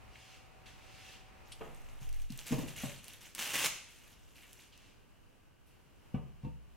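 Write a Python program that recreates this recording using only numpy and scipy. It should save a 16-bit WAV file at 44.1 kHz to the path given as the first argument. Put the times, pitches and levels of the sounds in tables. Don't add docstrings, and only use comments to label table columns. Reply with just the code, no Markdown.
import sys
import numpy as np
from scipy import signal
from scipy.fft import rfft, irfft, next_fast_len
from scipy.io import wavfile
from scipy.ndimage import uniform_filter1d

SR = 44100
rng = np.random.default_rng(int(sys.argv[2]) if len(sys.argv) > 2 else 0)


def transcribe(u):
    v = np.clip(np.atleast_2d(u).T, -1, 1)
    q = np.round(v * 32767).astype(np.int16)
    wavfile.write(sys.argv[1], SR, q)


N = 298116
TIME = np.arange(N) / SR

# f/Hz, level/dB
FAN_EQ = [(12, -41), (20, -5), (65, -3), (123, -10.5), (301, -16.5), (446, -16), (678, -15.5), (759, -21.5),
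          (825, -16), (1290, -18), (1570, -21.5), (2530, -20), (3340, -29), (11100, -39.5), (16000, -43)]
# f/Hz, level/dB
APPLIANCE_HUM = [(59.2, -80), (118.4, -71.5), (759, -71.5)]
# f/Hz, level/dB
ROOM_TONE_EQ = [(12, -28), (20, -1), (127, -6), (163, -9.5), (285, -12), (388, -14.5), (434, -15),
                (825, -18.5), (1000, -18), (1190, -20.5), (1910, -23.5), (2990, -22.5), (3440, -29.5),
                (14700, -37.5), (16000, -38)]
# f/Hz, level/dB
ROOM_WHINES = [(1174, -88.5), (1507, -88), (1615, -90)]
# f/Hz, side over mid/dB
BED_WIDTH = [(30, 7.5), (70, -0.5), (150, 1), (600, 0.5), (1400, -2), (2700, -5), (4000, -2), (8000, -1),
             (16000, -2)]
# f/Hz, t60/s
KITCHEN_DECAY = [(100, 0.89), (300, 0.43), (1000, 0.56), (3000, 0.7), (7000, 0.57), (15000, 0.33)]
# f/Hz, side over mid/dB
KITCHEN_WIDTH = [(60, 7), (200, -2.5), (700, -3.5), (1500, -5), (2700, -13), (4200, -4), (8000, 0.5),
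                 (16000, 3)]
# t/s, rise/s, length/s, level/dB
SLEEVE_MOVES = [(.07, 0.11, 0.28, -61.5), (.655, 0.005, 0.02, -57.5), (.68, 0.45, 0.44, -56.5),
                (4.6, 0.012, .025, -65.5), (4.718, 0.0074, 0.16, -67.5), (5.655, 0.019, .05, -76),
                (6.39, .05, .06, -74)]
# f/Hz, level/dB
SLEEVE_EQ = [(300, -8), (900, -11), (1800, -2), (2800, 2), (3600, -2.5), (6000, -6.5), (10000, -15),
             (13000, -19.5), (16000, -23)]
# t/s, level/dB, f/Hz, width/Hz, t60/s
SCUFFS = [(.156, -45, 2280, 895, 0.024), (1.518, -43.5, 3630, 2920, 0.059),
          (1.519, -47.5, 9050, 2500, 0.048), (2.52, -50, 2200, 2000, .15), (2.776, -52.5, 2300, 1460, .42),
          (3.25, -50, 2370, 1450, 0.04), (4.355, -61, 2520, 700, 0.12), (4.422, -58, 2380, 1200, 0.17),
          (4.722, -61.5, 3330, 1800, 0.15), (5.663, -75.5, 11000, 6000, 0.44),
          (6.144, -61, 2490, 1600, .069), (6.446, -60, 2600, 2000, 0.039)]
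# t/s, rise/s, length/s, level/dB
SUB_SWELLS = [(1.3, 0.68, 1.1, -54), (2.03, 0.057, 0.21, -41.5)]
# t/s, length/s, level/dB
FILM_GRIPS = [(1.45, 0.61, -70), (1.999, .04, -60), (2.116, 0.11, -64), (2.284, 0.073, -61),
              (2.37, 0.044, -56), (2.45, 0.079, -50.5), (2.576, 0.026, -51.5), (2.667, 0.027, -52.5),
              (2.754, 0.1, -50.5), (2.867, .08, -57), (3.024, 0.11, -59), (3.199, 0.057, -58.5),
              (3.873, 0.24, -66), (4.18, .18, -72), (4.342, 0.28, -65.5)]
# f/Hz, level/dB
FILM_EQ = [(300, 2), (1000, -1.5), (2000, 2), (2900, 1), (4800, -5.5), (6500, -2), (9000, -6.5),
           (13000, -8), (16000, -16)]
# t/s, level/dB, f/Hz
CREASE_SNAPS = [(1.7476, -47, 8550), (2.0917, -45.5, 8100), (2.128, -45, 6250), (2.2193, -46, 6950),
                (2.304, -41, 5940), (2.3225, -40.5, 5940), (2.376, -35.5, 11400), (2.3908, -37.5, 4540),
                (2.4675, -38, 6220), (2.543, -38, 7780), (2.59, -42, 6470), (3.043, -42, 6600),
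                (3.082, -37, 6800), (3.1344, -45, 7660), (3.3498, -30, 7500), (4.531, -42.5, 6350),
                (4.609, -50, 6710), (4.777, -50.5, 5770)]
# t/s, level/dB
KNOCK_HITS = [(1.6107, -44), (1.615, -42), (1.688, -56)]
# f/Hz, level/dB
KNOCK_EQ = [(60, -9), (115, 6.5), (290, -11), (460, 5.5), (700, -9), (1100, -6.5), (1800, -13.5),
            (3000, -20), (4500, -36), (10000, -47)]
# t/s, level/dB, f/Hz, swell/cycles, slap over thump/dB, slab jolt over slap/dB
LANDINGS = [(2.014, -48.5, 150, 0.44, -33, 0), (2.301, -37, 218, 0.68, -41, 0),
            (2.507, -31.5, 238, 0.86, -22, 0), (2.520, -27.5, 250, 0.79, -4, -9),
            (2.583, -30, 243, .59, -7.5, -6), (2.634, -35, 265, 0.92, -12, -6),
            (2.834, -33, 201, 0.64, -6.5, -8), (6.1415, -26, 195.5, 0.47, -12.5, -5),
            (6.433, -39.5, 154, 0.42, -16, -3), (6.448, -35.5, 196, 0.37, -18, 11),
            (6.468, -36, 226, .45, -17, 0)]
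# f/Hz, level/dB
SLAP_EQ = [(150, 1), (300, -1.5), (500, 0.5), (740, -7), (1080, -7.5), (1400, -23), (2800, -20),
           (3800, -44), (8000, -45), (16000, -56)]
# f/Hz, level/dB, t60/s, left phase lead/rad
SLAB_AND_ROOM_MODES = [(62.7, -7, 1, -2.5), (126, -11, 0.31, -0.5), (135, -15.5, 0.47, -1.4),
                       (159.5, -21.5, 0.49, -5.5), (200.2, -28.5, 0.5, -1.5), (238, -18.5, 0.12, -1.5),
                       (302.6, -15, 0.26, -3), (393, -23, 0.24, 3.5), (502, -8, 0.23, -1.5),
                       (676, -35, 0.18, -1), (912, -1, 0.33, -1.6), (1065, -6, 0.15, -2),
                       (2690, -1, 0.19, -.5)]
# t/s, level/dB
PEEL_PULL = [(3.358, -45.5), (3.368, -54.5), (3.39, -37), (3.528, -42), (3.542, -34), (3.622, -36.5),
             (3.664, -28.5), (3.668, -31)]
# f/Hz, level/dB
PEEL_EQ = [(47, -46), (80, -16), (125, -8), (199, -14), (303, -8), (353, -12), (917, -8.5), (1340, -7.5),
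           (1490, -6.5), (2840, -3), (4830, -11.5), (5520, -7.5), (12500, -13.5), (16000, -17.5)]
# t/s, level/dB, f/Hz, width/Hz, t60/s
FILM_TWANG = (3.5, -27, 2800, 900, 0.0035)


def undb(db):
    return 10 ** (np.asarray(db) / 20)


def fade(t, t60):
    return np.exp(-np.log(1000) * t / t60)


def add(track, s, sound):
    i = int(s * SR)
    track[i:i + len(sound)] += sound[:N - i]


def lookup(hz, points):
    f, value = np.transpose(points)
    return np.interp(np.log(hz + 1), np.log(f), value)


def eq(x, points, keep_power=True):
    size = next_fast_len(len(x) + 2048)
    gain = undb(lookup(np.arange(size // 2 + 1) * SR / size, points))
    if keep_power:
        gain = gain / np.sqrt(np.mean(gain ** 2))
    return irfft(rfft(x, size) * gain, size)[:len(x)]


def resonate(x, hz, width_hz):
    return signal.lfilter(*signal.iirpeak(min(hz, SR * .45), hz / width_hz, fs=SR), x)


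def drift(rate):
    hold = int(SR / rate)
    steps = np.repeat(rng.standard_normal(N // hold + 1), hold)
    return 1.2 * uniform_filter1d(steps, hold)[:N]


def stereo(mid, side):
    return np.array([mid + side, mid - side])


def convolve(x, response):
    return signal.fftconvolve(x[None], response, axes=1)[:, :N]


def strokes(rows, release_t60):
    power = 0
    for s, rise, length, db in rows:
        attack = np.clip((TIME - s) / rise, 0, 1)
        release = fade(np.clip(TIME - s - length, 0, 2), release_t60)
        power += (undb(db) * attack * release) ** 2
    return np.sqrt(power)


def crackle(rate, spread_db):
    size = undb(spread_db * np.minimum(rng.exponential(size=N), 3.5))
    clicks = (rng.random(N) < rate / SR) * size * np.sign(rng.standard_normal(N))
    return clicks / clicks.std()


def kitchen(x, early_db, late_db, early_t60=0.098):
    t = np.arange(int(.8 * SR)) / SR
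    hz = np.arange(len(t) // 2 + 1) * SR / len(t)

    def reflections():
        noise, tail = rfft(rng.standard_normal(len(t))), 0
        for centre, t60 in KITCHEN_DECAY:
            band = lookup(hz, [(f, f == centre) for f, _ in KITCHEN_DECAY])
            tail += irfft(noise * band, len(t)) * fade(t, t60) * (1 - np.exp(-t / 0.0019))
        early = rng.standard_normal(len(t)) * fade(t, early_t60) * (t > .001)
        return undb(late_db) * tail / np.linalg.norm(tail) + undb(early_db) * early / np.linalg.norm(early)

    mid = reflections()
    side = eq(reflections(), KITCHEN_WIDTH, keep_power=False)
    return x + convolve(x, stereo(mid, side))


def scatter(x, early_db, late_db, spots=3):
    spot = np.repeat(rng.integers(0, spots, N // 64 + 1), 64)[:N]
    gates = (uniform_filter1d(1. * (spot == k), 32) for k in range(spots))
    return sum(kitchen(x * gate, early_db, late_db) for gate in gates)


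def noise_bed(spectrum, db, flicker_db=0.9):
    mid, side = (eq(rng.standard_normal(N), spectrum) for _ in range(2))
    side = eq(side, BED_WIDTH, keep_power=False)
    return stereo(mid, side) * undb(db + flicker_db * drift(6))


def hum(partials, waver_db=1.3, waver_hz=1.05):
    track = np.zeros(N)
    for hz, db in partials:
        amplitude = np.sqrt(2) * undb(db + waver_db * drift(7))
        cycles = np.cumsum(hz + waver_hz * drift(11)) / SR
        track += amplitude * np.sin(2 * np.pi * cycles)
    return track


def ambience(fade_from_s=1.91, fade_to_s=2.31):
    earlier = np.clip((fade_to_s - TIME) / (fade_to_s - fade_from_s), 0, 1)
    appliance = earlier * noise_bed(FAN_EQ, db=-61) + np.sqrt(earlier) * hum(APPLIANCE_HUM)
    room_tone = noise_bed(ROOM_TONE_EQ, db=-66) + hum(ROOM_WHINES)
    return appliance + np.sqrt(1 - earlier) * room_tone


def sleeves(trim_db=-4):
    friction = eq(crackle(rate=9000, spread_db=2.5), SLEEVE_EQ)
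    swishes = friction * strokes(SLEEVE_MOVES, release_t60=0.39)
    return scatter(undb(trim_db) * swishes, early_db=0.84, late_db=-1.3)


def scuffs(rows):
    t = np.arange(int(.4 * SR)) / SR
    attack = 1 - np.exp(-t / 0.0017)
    track = np.zeros(N)
    for s, db, hz, width_hz, t60 in rows:
        band = resonate(rng.standard_normal(len(t)), hz, width_hz)
        band = resonate(band, hz, width_hz)
        add(track, s, undb(db) * band / band.std() * attack * fade(t, t60))
    return kitchen(track, early_db=-5, late_db=-12)


def sub_wobble(hz=21, width_hz=7, side_db=9):
    phase = 2 * np.pi * np.cumsum(hz + width_hz / 2 * drift(20.87)) / SR
    return strokes(SUB_SWELLS, release_t60=.25) * stereo(np.sin(phase), undb(side_db) * np.cos(phase))


def creases(activity, ping_t60=0.0038, spread_db=4, candidates=30000):
    t = np.arange(160) / SR
    when, chance, pitch, strength, phase = rng.random((candidates, 5)).T
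    start = (when * (N - len(t))).astype(int)
    density = .2 + .8 * activity[start]
    buckles = chance < density
    gain = undb(spread_db * np.minimum(-np.log(strength), 3.5)) / np.sqrt(density)
    hz = 2000 + 14000 * pitch[buckles, None]
    pings = gain[buckles, None] * fade(t, ping_t60) * np.sin(2 * np.pi * (hz * t + phase[buckles, None]))
    positions = start[buckles, None] + np.arange(len(t))
    track = np.bincount(positions.ravel(), pings.ravel(), N)
    return track / track.std()


def film_crinkle(crinkle_db=-2, slide_db=-3, flurry_db=2, attack_s=0.016):
    handling = strokes([(s, attack_s, length, db) for s, length, db in FILM_GRIPS], release_t60=0.36)
    flurries = creases(handling / handling.max()) * undb(crinkle_db + flurry_db * drift(70))
    sliding = undb(slide_db) * crackle(rate=4000, spread_db=4)
    return scatter(eq((flurries + sliding) * handling, FILM_EQ), early_db=-7.5, late_db=-6)


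def distant_knock(trim_db=18, rattle_db=-20, rattle_t60=0.049):
    t = np.arange(int(.2 * SR)) / SR
    blows = np.zeros(N)
    for s, db in KNOCK_HITS:
        rattle = undb(rattle_db) * rng.standard_normal(len(t)) * fade(t, rattle_t60)
        add(blows, s, undb(db + trim_db) * ((t == 0) + rattle))
    return scatter(eq(blows, KNOCK_EQ), early_db=-0.83, late_db=3.1)


def film_snaps(trim_db=3, width_hz=8000, t60=0.0043):
    t = np.arange(int(.02 * SR)) / SR
    snaps = np.zeros(N)
    for s, db, hz in CREASE_SNAPS:
        snap = resonate(rng.standard_normal(len(t)) * fade(t, t60), hz, width_hz)
        add(snaps, s, undb(db + trim_db) * snap / np.abs(snap).max())
    return kitchen(snaps, early_db=-9, late_db=-27)


def thump(t, hz, swell_cycles):
    squash = t * hz / (2 * swell_cycles)
    return squash ** 1.5 * np.exp(.75 * (1 - squash ** 2)) * np.sin(2 * np.pi * hz * t)


def slab_ring(force, trim_db=-38):
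    t = np.arange(SR) / SR
    ears = np.array([[.5], [-.5]])
    modes = sum(undb(db) * fade(t, t60) * np.cos(2 * np.pi * hz * t + ears * lead)
                for hz, db, t60, lead in SLAB_AND_ROOM_MODES)
    return undb(trim_db) * convolve(force, modes)


def dough(slap_t60=0.075, slump_s=0.01697, slump_db=-12.5, slump_ratio=0.605):
    t = np.arange(int(.3 * SR)) / SR
    slap_envelope = fade(t, slap_t60) * (1 - np.exp(-t / 0.0021))
    thumps, slaps, jolts = np.zeros((3, N))
    for s, db, hz, swell_cycles, slap_db, jolt_db in LANDINGS:
        add(thumps, s, undb(db) * thump(t, hz, swell_cycles))
        add(thumps, s + slump_s, undb(db + slump_db) * thump(t, hz * slump_ratio, swell_cycles))
        slap = undb(db + slap_db) * rng.standard_normal(len(t)) * slap_envelope
        add(slaps, s, slap)
        add(jolts, s, undb(jolt_db) * np.linalg.norm(slap) * (t == 0))
    body = kitchen(thumps, early_db=-31, late_db=-12.5)
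    smack = kitchen(eq(slaps, SLAP_EQ), early_db=-2, late_db=-0.5)
    return body + smack + slab_ring(thumps + eq(jolts, SLAP_EQ))


def film_peel(trim_db=-2, judder_db=1.7, edge_s=0.0057):
    times, levels = np.transpose(PEEL_PULL)
    outside_s = np.maximum(times[0] - TIME, 0) + np.maximum(TIME - times[-1], 0)
    pull = undb(np.interp(TIME, times, levels)) * np.exp(-outside_s / edge_s)
    slips = crackle(rate=6000, spread_db=3.9) * pull * undb(trim_db + judder_db * drift(350))
    return scatter(eq(slips, PEEL_EQ), early_db=-10.5, late_db=-6.5) + scuffs([FILM_TWANG])


def scene():
    foley = dough() + film_crinkle() + film_snaps() + film_peel() + sleeves() + scuffs(SCUFFS)
    return foley + distant_knock() + sub_wobble() + ambience()


def record(dry):
    housing = 0.45 * resonate(dry.mean(axis=0), hz=2814, width_hz=360)
    high_cut = signal.ellip(10, .2, 70, 15900, fs=SR, output="sos")
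    return signal.sosfilt(high_cut, dry + housing)


dry = scene()
out = record(dry)
transcribe(out)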